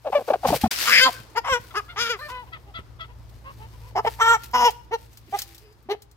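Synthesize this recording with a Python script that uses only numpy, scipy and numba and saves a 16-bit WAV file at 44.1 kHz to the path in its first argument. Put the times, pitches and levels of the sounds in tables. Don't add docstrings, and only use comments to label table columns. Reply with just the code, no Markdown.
import sys
import numpy as np
from scipy import signal
from scipy.fft import rfft, irfft
from scipy.io import wavfile
from scipy.ndimage import uniform_filter1d, minimum_filter1d, map_coordinates
from numba import njit

SR = 44100
rng = np.random.default_rng(int(sys.argv[2]) if len(sys.argv) > 2 else 0)


def gain_from_db(level_db):
    decades = np.asarray(level_db, float) / 20
    return 10 ** decades


def store_pcm(level_fs):
    pcm = np.round(np.clip(level_fs, -1, 1) * 32767).astype(np.int16)
    wavfile.write(sys.argv[1], SR, np.atleast_2d(pcm).T)


N = 271744
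TIME = np.arange(N) / SR
SIDES = np.array([[1], [-1]])
# start_s, end_s
CHANGE_S = (.679, .708)


def level(x, db):
    return x * gain_from_db(db) / np.sqrt(np.mean(x ** 2))


def steady(x, span_s):
    return x / np.sqrt(uniform_filter1d(x ** 2, int(span_s * SR)) + 1e-12)


@njit
def svf(x, g, k):
    y, b, l = np.empty(len(x)), 0., 0.
    for i in range(len(x)):
        v = (b + g[i] * (x[i] - l)) / (1 + g[i] * (g[i] + k[i]))
        b, l, y[i] = 2 * v - b, l + 2 * g[i] * v, k[i] * v
    return y


def band(x, hz, width_hz, count=1):
    g = np.tan(np.pi * hz / SR) + np.zeros(N)
    k = width_hz / hz + np.zeros(N)
    for _ in range(count):
        x = svf(x, g, k)
    return x


def walk(rate_hz):
    hold = int(SR / rate_hz)
    steps = np.repeat(rng.standard_normal(N // hold + 1), hold)
    return 1.3 * uniform_filter1d(uniform_filter1d(steps, hold), hold)[:N]


def curves(tables):
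    s, *columns = np.vstack(tables).T
    s = np.maximum.accumulate(s)
    gate = sum((TIME > t[0][0]) & (TIME < t[-1][0]) for t in tables)
    return uniform_filter1d(np.minimum(gate, 1.), size=200), [np.interp(TIME, s, c) for c in columns]


def air():
    # hz, density_db
    spectrum = [(82, -32), (140, -14), (192, -20), (316, -3.5), (670, -13), (977, -9), (3090, -38),
                (4240, -23), (12100, -51.5), (16000, -47)]
    # time_s, level_db
    swell = [(0, -7.5), (.7, 2), (2.5, -3.5), (4.5, -4.5), (5.6, -8.5), (6.16, -9.5)]
    log_hz, density_db = np.log(np.array(spectrum)[:, 0]), np.array(spectrum)[:, 1]
    out = 0
    for hz in 160 * 2 ** np.arange(0, 6.7, .5):
        mid, side = (band(rng.standard_normal(N), hz, hz / 3) for _ in range(2))
        db = np.interp(np.log(hz), log_hz, density_db) + 2 * walk(7.1)
        out = out + gain_from_db(db) * (mid + min(hz / 1000.0, 1) * side * SIDES)
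    return level(out, -54.5) * gain_from_db(np.interp(TIME, *np.transpose(swell)))


def pump():
    # time_s, level_db
    loudness = [(0.0, -54.5), (0.45, -52), (4.01, -43), (6.16, -55.5)]
    turn = 2 * np.pi * np.cumsum(57.5 + 1.2 * walk(6)) / SR
    firing = gain_from_db(2.5 * walk(22)) * np.sin(turn)
    octave = gain_from_db(-3 + 2.5 * walk(9)) * np.sin(2 * turn)
    mid, side = (level(band(band(rng.standard_normal(N), 75, 60), 50, 80), -5) for _ in range(2))
    engine = level(firing + octave, -1.3) + mid + .7 * side * SIDES
    return engine * gain_from_db(np.interp(TIME, *np.transpose(loudness)))


def garden(x):
    t = np.arange(int(.5 * SR)) / SR
    decay = np.exp(-t / 0.0052) + gain_from_db(-27) * np.exp(-t / 0.062)
    tail = rng.standard_normal((2, len(t))) * decay * (t > .003)
    return signal.fftconvolve(x[None], gain_from_db(-25) * tail, axes=1)[:, :N]


def chirp():
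    # time_s, pitch_hz, level_db
    whistle = [
        (5.601, 5300, -81),
        (5.66, 4920, -66),
        (5.76, 4900, -76),
    ]
    gate, (hz, db) = curves([np.array(whistle)])
    return gate * gain_from_db(db + 3.6 * walk(36)) * np.sin(2 * np.pi * np.cumsum(hz) / SR)


def bursts():
    # peak_s, level_db,
    # rise_20db_s, fall_20db_s, body_db
    rustles = [(.14, -62, .2, .3, 5), (.29, -60, .1, .16, 6), (.485, -49, .055, .12, 10),
               (.564, -37, .07, .036, 0), (.613, -42, .004, .07, 4), (.713, -45, .004, .35, 7.5),
               (.82, -39.5, .1, .22, 10.5), (1.03, -54, .2, .13, 4), (2.3, -72, .02, .05, 23),
               (2.19, -62, .03, .4, 1.5), (3.9, -69, 1.5, .1, 5.5), (4.064, -55.5, .05, .5, 3),
               (4.437, -56, .02, .05, 5.5), (1.62, -62, .1, .5, 5), (.472, -52, .006, .05, 14),
               (4.705, -63.5, .03, .13, 4), (4.99, -67, .05, .8, 4), (5.388, -48, .06, .065, 6),
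               (5.48, -64, .03, .24, 4)]
    top, body = 0, 0
    for s, db, rise_s, fall_s, body_db in rustles:
        gain = gain_from_db(db - 20 * np.where(TIME < s, (s - TIME) / rise_s, (TIME - s) / fall_s))
        top, body = top + gain, body + gain * gain_from_db(body_db)
    return top, body


def rustle(top_gain, body_gain):
    size = gain_from_db(np.minimum(2 * rng.exponential(size=N), 5))
    grains = (rng.random(N) < .03) * rng.standard_normal(N) * size
    x = (level(grains, 2) + rng.standard_normal(N)) * gain_from_db(2 * walk(40))
    top = level(band(x, 12500, 5000), 0.3) + level(band(x, 8500, 4000), -2)
    body = level(band(x, 4600, 3200), -2.6) + level(band(x, 2200, 2030), 1.5) + level(band(x, 600, 820), -13)
    return top_gain * top + body_gain * body


def leaves():
    gains = bursts()
    shared, own = rustle(*gains), rustle(*gains)
    return 0.81 * shared + .5 * own * SIDES


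def knocks(events, ring):
    out = np.zeros(N)
    for s, db, hz in events:
        start = int(s * SR)
        y = ring(hz)[:N - start]
        out[start:start + len(y)] += gain_from_db(db) * y
    return out


def snap(hz):
    t = np.arange(1800) / SR
    noise = rng.standard_normal(len(t))
    tinted = signal.lfilter(*signal.iirpeak(hz, .9, SR), noise) + 0.66 * np.diff(noise, prepend=0)
    decay = np.exp(-t / 0.0027) + .2 * np.exp(-t / .012)
    return .6 * tinted * (1 - np.exp(-t / 0.0017)) ** 2 * decay


def snaps():
    # start_s, peak_db, colour_hz
    cracks = [(1.0994, -27.5, 2560), (1.1223, -33, 3230), (1.1821, -33.5, 3124), (1.2272, -40, 4400),
              (1.2994, -40.5, 3848), (3.2932, -40.5, 4241), (4.4338, -22.5, 4042), (4.5101, -32, 2935),
              (4.7038, -21, 5830), (5.1713, -28.5, 4904), (5.3872, -11.5, 5730), (5.417, -14, 5140),
              (5.5463, -31, 5840), (5.5786, -31.5, 4690), (6.0193, -33, 7430), (1.332, -42, 2600),
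              (5.129, -38, 6200), (5.312, -38, 4500), (5.724, -45, 5200), (6.112, -41, 6700),
              (.472, -19, 2000), (.477, -23, 2300), (.486, -18, 1400), (.502, -24, 3800), (.511, -26, 2200),
              (.555, -22, 1900), (.568, -25, 3500), (.613, -27, 3000), (.622, -30, 3500), (.788, -22, 3500),
              (.822, -20, 4500), (1.606, -38, 4000), (1.636, -37, 4500), (2.286, -36, 4000),
              (4.392, -38, 4360), (4.441, -28, 5000), (4.48, -42, 5000), (4.524, -38, 5500),
              (4.831, -48, 4600), (4.844, -45, 4200), (5.826, -45, 2000)]
    return knocks(cracks, snap)


def thump(hz):
    t = np.arange(4000) / SR
    rings = np.sin(2 * np.pi * hz * t) + .5 * np.sin(2 * np.pi * .45 * hz * t)
    thud = 2.3 * uniform_filter1d(rng.standard_normal(len(t)), size=60)
    return 1.74 * (rings + thud) * (1 - np.exp(-t / .002)) * np.exp(-t / 0.01)


def thumps():
    # start_s, peak_db, pitch_hz
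    blows = [(0.461, -29, 239), (0.486, -23.5, 167.9), (0.518, -21, 296.5), (0.549, -26, 134.3),
             (0.637, -13, 223.4), (.5, -24, 200), (.658, -25, 200), (.672, -27, 150), (1.029, -38, 118.5),
             (1.09, -40, 122), (1.2, -41, 120), (1.52, -28.5, 72.1), (1.597, -35.5, 109.3),
             (2.788, -32, 73.3)]
    return knocks(blows, thump)


def short_calls(kind, rows):
    # peak_share_of_length, start_db, end_db, start_pitch_ratio, end_pitch_ratio
    contour = dict(coop=(.55, -14, -15, 1.08, .9), cluck=(.6, -30, -28, .9, .97),
               grumble=(.52, -15, -18, .84, .98), grunt=(.55, -15, -20, .9, 1.03),
               croak=(.45, -13, -16, .88, 1.05), peep=(.3, -15, -19, .96, 1.02),
               murmur=(.45, -14, -9, .97, .99))
    # fundamental_db, open_beak_db, brightness_db
    tint = dict(coop=(3, -24, -36), cluck=(-13, -7, -10), grumble=(-2, -10, -12), croak=(2, -9, -11),
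            grunt=(-15, -16, -20), peep=(-17, -3, -5), murmur=(-8, -9, -10))
    folds = dict(coop=(.48, .36, .42, .7), cluck=(.4, .05, .08, 0), grumble=(.35, .08, .12, 0),
             grunt=(.25, .05, .08, 0), croak=(.4, .2, .38, .1), peep=(.3, .17, .3, .05),
             murmur=(.3, .22, .2, 0))
    # first_hz, second_hz, third_hz, second_vs_first_db, third_vs_first_db
    upper = dict(coop=(2400, 4240, 5800, -8, -16), cluck=(2600, 5100, 6900, -3, -13),
             grumble=(2700, 4200, 6000, -2, -7), croak=(2800, 4300, 6000, -4, -10),
             grunt=(3400, 5800, 7900, -5, -13), peep=(3450, 4150, 5400, -2, -6),
             murmur=(2600, 4200, 6000, -5, -14))
    peak, start_db, end_db, start, end = contour[kind]
    *rough, pairing = folds[kind]
    points = list(zip((0, peak, 1), (start, 1, end), (start_db, 0, end_db), rough))
    return [[(s + length_s * at, hz * ratio, db + drop_db, throat_hz, r, pairing, *tint[kind], *upper[kind])
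             for at, ratio, drop_db, r in points]
            for s, length_s, db, hz, throat_hz in rows]


def long_call(rows, lock, colour, upper):
    lock_s, rasp, clean, rasp_pairing, end_pairing = lock
    s, *columns = np.transpose(rows)
    at = np.sort(np.r_[s, lock_s - .006, lock_s + .006])
    hz, db, throat_hz = (np.interp(at, s, c) for c in columns)
    locked = 1. * (at > lock_s)
    rough = np.where(locked, clean, rasp)
    pairing = rasp_pairing * (1 - locked) + end_pairing * (at >= s[-2])
    closing_db = 13 * locked * np.log2(throat_hz / throat_hz[locked > 0].max())
    low_db, beak_db, bright_db = colour
    return np.transpose([at, hz, db, throat_hz, rough, pairing, low_db + 7 * locked,
                         beak_db + closing_db, bright_db + closing_db, *(u + 0 * at for u in upper)])


def calls():
    # start_s, length_s, peak_db, pitch_hz, throat_hz
    coop = [(.046, .05, -23, 590, 650), (.092, .018, -36, 440, 480), (.186, .016, -20, 586, 640),
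            (.2, .026, -28, 560, 600), (.277, .022, -21, 720, 500), (.295, .022, -14, 540, 640),
            (.312, .02, -23, 450, 800), (.328, .022, -13.5, 720, 640), (.347, .018, -23, 480, 600),
            (.431, .014, -24, 750, 750), (.443, .024, -10, 570, 760), (.468, .014, -25, 760, 760),
            (.481, .014, -18, 760, 760), (.495, .02, -22, 500, 740), (.52, .034, -15, 600, 702),
            (.558, .014, -29, 500, 520), (.634, .017, -17, 745, 742), (.652, .017, -20, 745, 742)]
    cluck = [
        (1.348, .055, -20, 487, 1100),
        (1.738, .072, -20.5, 428, 1400),
    ]
    grumble = [
        (4.911, .054, -20, 471, 965),
    ]
    grunt = [
        (5.324, .048, -19.5, 409, 820),
    ]
    croak = [
        (5.888, .064, -22.5, 415, 846),
    ]
    peep = [(1.703, .034, -45, 690, 1350), (1.88, .07, -38.5, 707, 1323), (2.515, .065, -35, 677, 1239),
            (2.74, .07, -34.5, 674, 1370), (2.99, .07, -35.5, 675, 1358)]
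    murmur = [(2.66, .06, -50.5, 411, 823), (3.08, .05, -51.5, 489, 920), (3.44, .08, -40, 543, 1069),
              (3.59, .08, -45, 446, 906), (3.72, .05, -54, 488, 999), (3.8, .14, -52, 500, 953),
              (5.44, .16, -56, 342, 380), (1.105, .11, -44, 525, 1500), (2.45, .07, -54, 500, 1000),
              (5.26, .062, -52, 340, 360), (5.6, .13, -54, 430, 480), (5.85, .037, -52, 345, 360)]
    # time_s, pitch_hz, level_db, throat_hz
    scream = [(.855, 455, -33, 1500), (.89, 490, -20, 1450), (.935, 500, -14.5, 2000),
              (.985, 535, -13.5, 2200), (1.005, 520, -15, 1700), (1.04, 520, -13.5, 1580),
              (1.068, 535, -15.5, 1100), (1.1, 500, -34, 880)]
    squawks = [
        [(.122, 520, -32, 800), (.13, 560, -20, 800), (.147, 590, -21, 760), (.157, 599, -13, 673),
         (.186, 570, -25, 659)],
        [(1.435, 544, -50, 1085), (1.449, 575, -31, 1040), (1.5, 550, -23.5, 1150), (1.538, 495, -18, 1317),
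         (1.587, 488, -35.5, 1270)],
        [(1.96, 382, -37, 1160), (2.01, 471, -23, 1473), (2.09, 470, -29, 1700), (2.108, 498, -22.5, 1565),
         (2.175, 380, -59, 1340)],
        [(2.19, 481, -40.5, 1022), (2.22, 594, -39, 1500), (2.255, 590, -38, 1750), (2.281, 585, -43, 1700)],
        [(2.284, 510, -40, 1200), (2.31, 503, -35, 1100), (2.36, 503, -36, 1050), (2.42, 490, -39, 1000),
         (2.445, 450, -50, 900)],
        [(3.953, 400, -30, 900), (3.962, 410, -21, 760), (3.983, 425, -17, 880), (4.0, 420, -24, 1100),
         (4.01, 410, -36, 1000)],
        [(4.044, 400, -34, 760), (4.052, 410, -21, 680), (4.062, 420, -22, 820), (4.076, 445, -17, 950),
         (4.092, 450, -34, 950)],
        [(4.19, 424, -30, 1100), (4.221, 446, -14, 1300), (4.258, 460, -19, 1220), (4.3, 468, -11.5, 1280),
         (4.34, 462, -16, 1200), (4.37, 450, -30, 1100)],
        [(4.533, 496, -32, 999), (4.553, 505, -16, 997), (4.6, 500, -19.5, 970), (4.67, 475, -12.5, 860),
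         (4.7, 427, -26.5, 880)],
    ]
    # lock_s, rasp_0_1, locked_roughness_0_1, rasp_pairing_0_1, end_pairing_0_1
    locks = [(1.008, .62, .1, .3, .7), (.149, .45, .1, .2, 0), (1.492, .6, .06, 0, 0),
             (2.09, .13, .05, .3, 0), (2.205, .25, .15, 0, 0), (2.3, .4, .12, 0, 0),
             (3.985, .5, .4, .3, .3), (4.062, .5, .2, .3, 0), (4.208, .6, .1, 0, 0),
             (4.645, .19, .13, .5, 0)]
    # fundamental_db, open_beak_db, brightness_db
    colours = [(-23, -2, -3), (-1.5, -15, -24), (-13, -5, -9), (-15, -2, -5), (-12, -10, -13),
               (-22, -10, -12), (-15, -17, -17), (-19, -16, -20), (-26, -11, -13), (-17, -14, -10)]
    # first_hz, second_hz, third_hz, second_vs_first_db, third_vs_first_db
    uppers = [(3100, 5000, 6900, -5, -13), (2380, 4200, 7000, -16, -24), (3200, 5500, 7500, -3, -10),
              (3400, 5300, 6700, -2, -9), (4200, 5400, 7500, -7, -12), (2550, 4000, 5500, -11, -17),
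              (2800, 5200, 7000, -4, -14), (2900, 5300, 7200, -7, -16), (3350, 6000, 7600, -5, -6),
              (2900, 5200, 6600, -3, -12)]
    kinds = dict(coop=coop, cluck=cluck, grumble=grumble, grunt=grunt, croak=croak, peep=peep, murmur=murmur)
    short = [c for kind, rows in kinds.items() for c in short_calls(kind, rows)]
    long = list(map(long_call, [scream] + squawks, locks, colours, uppers))
    return sorted(short + long, key=lambda c: c[0][0])


@njit
def fire(hz, rough, stretch, size):
    pulses, phase, p, k = np.zeros(len(hz) + 1), np.empty(len(hz)), 0., 0
    for i in range(len(hz)):
        step = hz[i] * np.exp(rough[i] ** 1.5 * stretch[k]) / SR
        p += step
        if p >= 1:
            p, k = p - 1, k + 1
            a = np.exp(rough[i] * size[k])
            pulses[i] += a * p / step
            pulses[i + 1] += a * (1 - p / step)
        phase[i] = p
    return pulses[:-1], phase


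def syrinx(hz, rough, pairing):
    chance = np.clip(rng.standard_normal((N // 30, 2)).T, -2, 2)
    pulses, phase = fire(hz, rough, .3 * chance[0], .5 * chance[1])
    odd = np.cumsum(np.diff(phase, prepend=0) < 0) % 2
    puffs = level(np.exp(-phase / 0.9) * rng.standard_normal(N), 0)
    tone = level(pulses * (1 - pairing * odd) - pulses.mean(), 0)
    return (1 - .5 * rough) * tone + (.03 + .5 * rough ** 1.5) * puffs, puffs


def upper_throat(x, columns, slack, dull_db):
    centres_hz, offsets_db = columns[:3], [0, *columns[3:]]
    widths_hz = 850, 1000, 1200
    out = 0
    for k, (hz, width_hz, db) in enumerate(zip(centres_hz, widths_hz, offsets_db)):
        gain = gain_from_db(db + k * dull_db + 2.4 * walk(45))
        out = out + gain * band(x, hz * (1 - .08 * slack + .03 * walk(25)), width_hz, count=3)
    return out


def hen():
    tables = calls()
    gate, (hz, db, throat_hz, rough, pairing, low_db, beak_db, bright_db, *upper_columns) = curves(tables)
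    in_coop = TIME < CHANGE_S[0]
    rows = np.vstack(tables)
    pressure = np.interp(TIME, np.maximum.accumulate(rows[:, 0]), gain_from_db(.7 * rows[:, 2]))
    db = np.log10(pressure) * 20 / .7
    slack = np.clip((-minimum_filter1d(-db, size=2600) - db) / 25, 0, 1)
    rough = np.minimum(rough + .3 * slack, .9)
    hz = hz * (1 - .055 * slack + (.006 + .05 * rough) * walk(60))
    throat_hz = throat_hz * (1 - 0.42 * slack * (TIME > CHANGE_S[0]))
    source, puffs = syrinx(hz, rough, pairing)

    low = band(source, hz, np.where(in_coop, .75, .4) * hz, count=2)
    half = band(source, hz / 2, .3 * hz, count=2)
    throat = band(source, throat_hz, np.where(in_coop, .62, .72) * throat_hz, count=4)
    beak = band(source, 2030, 1100, count=3)
    dull_db = np.clip(.9 * (db + 29.5), -16, 0)
    upper = upper_throat(source + .08 * puffs, upper_columns, slack, dull_db)
    top = band(source + 0.3 * puffs, 12000 * (1 + .03 * walk(25)), 6000, count=2)

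    half_db = -17 + 20 * np.log10(pairing + .03)
    upper_db = bright_db - 12 * slack
    top_db = upper_db - 15.5 + 2 * dull_db
    layers = ((0, throat), (low_db, low), (half_db, half), (beak_db - 8 * slack, beak),
              (upper_db, upper), (top_db, top))
    voice = sum(gain_from_db(d + 1.7 * walk(70)) * steady(x, 0.018) for d, x in layers)
    return gate * gain_from_db(db + (.7 + 1.1 * rough) * walk(90)) * steady(voice, 0.045)


def scene():
    # time_s, left_minus_right_db, left_lag_samples
    place = [(0.0, 2, -4), (.7, 2, -4), (.72, 2, -5), (2.3, 1, -5), (2.5, 1, -10), (3.85, 0, -10),
             (3.95, -1, -6), (4.8, -2, -7), (6.16, 1, -6)]
    s, pan_db, lag = np.transpose(place)
    pan_db, lag = np.interp(TIME, s, pan_db), np.interp(TIME, s, lag)
    near = hen() + chirp() + snaps() + thumps()
    ears = [map_coordinates(near, [np.arange(N) - side * lag / 2], order=3) * gain_from_db(side * pan_db / 2)
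            for side in (1, -1)]
    echoes = garden(near * gain_from_db(-9 * (TIME < CHANGE_S[0])))
    return np.array(ears) + echoes + leaves() + air() + pump() * gain_from_db(1.2 * SIDES)


def top_cut(x):
    return signal.sosfilt(signal.butter(12, 16650, fs=SR, output="sos"), x)


def record(dry):
    # hz, left_minus_right_db
    ports = [(100, -1.5), (500, 1), (1200, 0.5), (2400, 4), (4500, 12), (8000, 3.5), (13000, -8)]
    hz, db = np.transpose(ports)
    f = np.arange(N // 2 + 1) * SR / N + 1
    edges = 1 / (1 + (45 / f) ** 4) / (1 + (f / 15900) ** 60)
    tilt = gain_from_db(np.interp(np.log(f), np.log(hz), db) * SIDES / 2)
    x = irfft(rfft(dry) * edges * tilt, N)
    audible = uniform_filter1d(1. * ((TIME < CHANGE_S[0]) | (TIME > CHANGE_S[1])), size=150)
    return top_cut(np.tanh(1.058 * x) / 1.022 * audible)


dry = scene()
out = record(dry)
store_pcm(out)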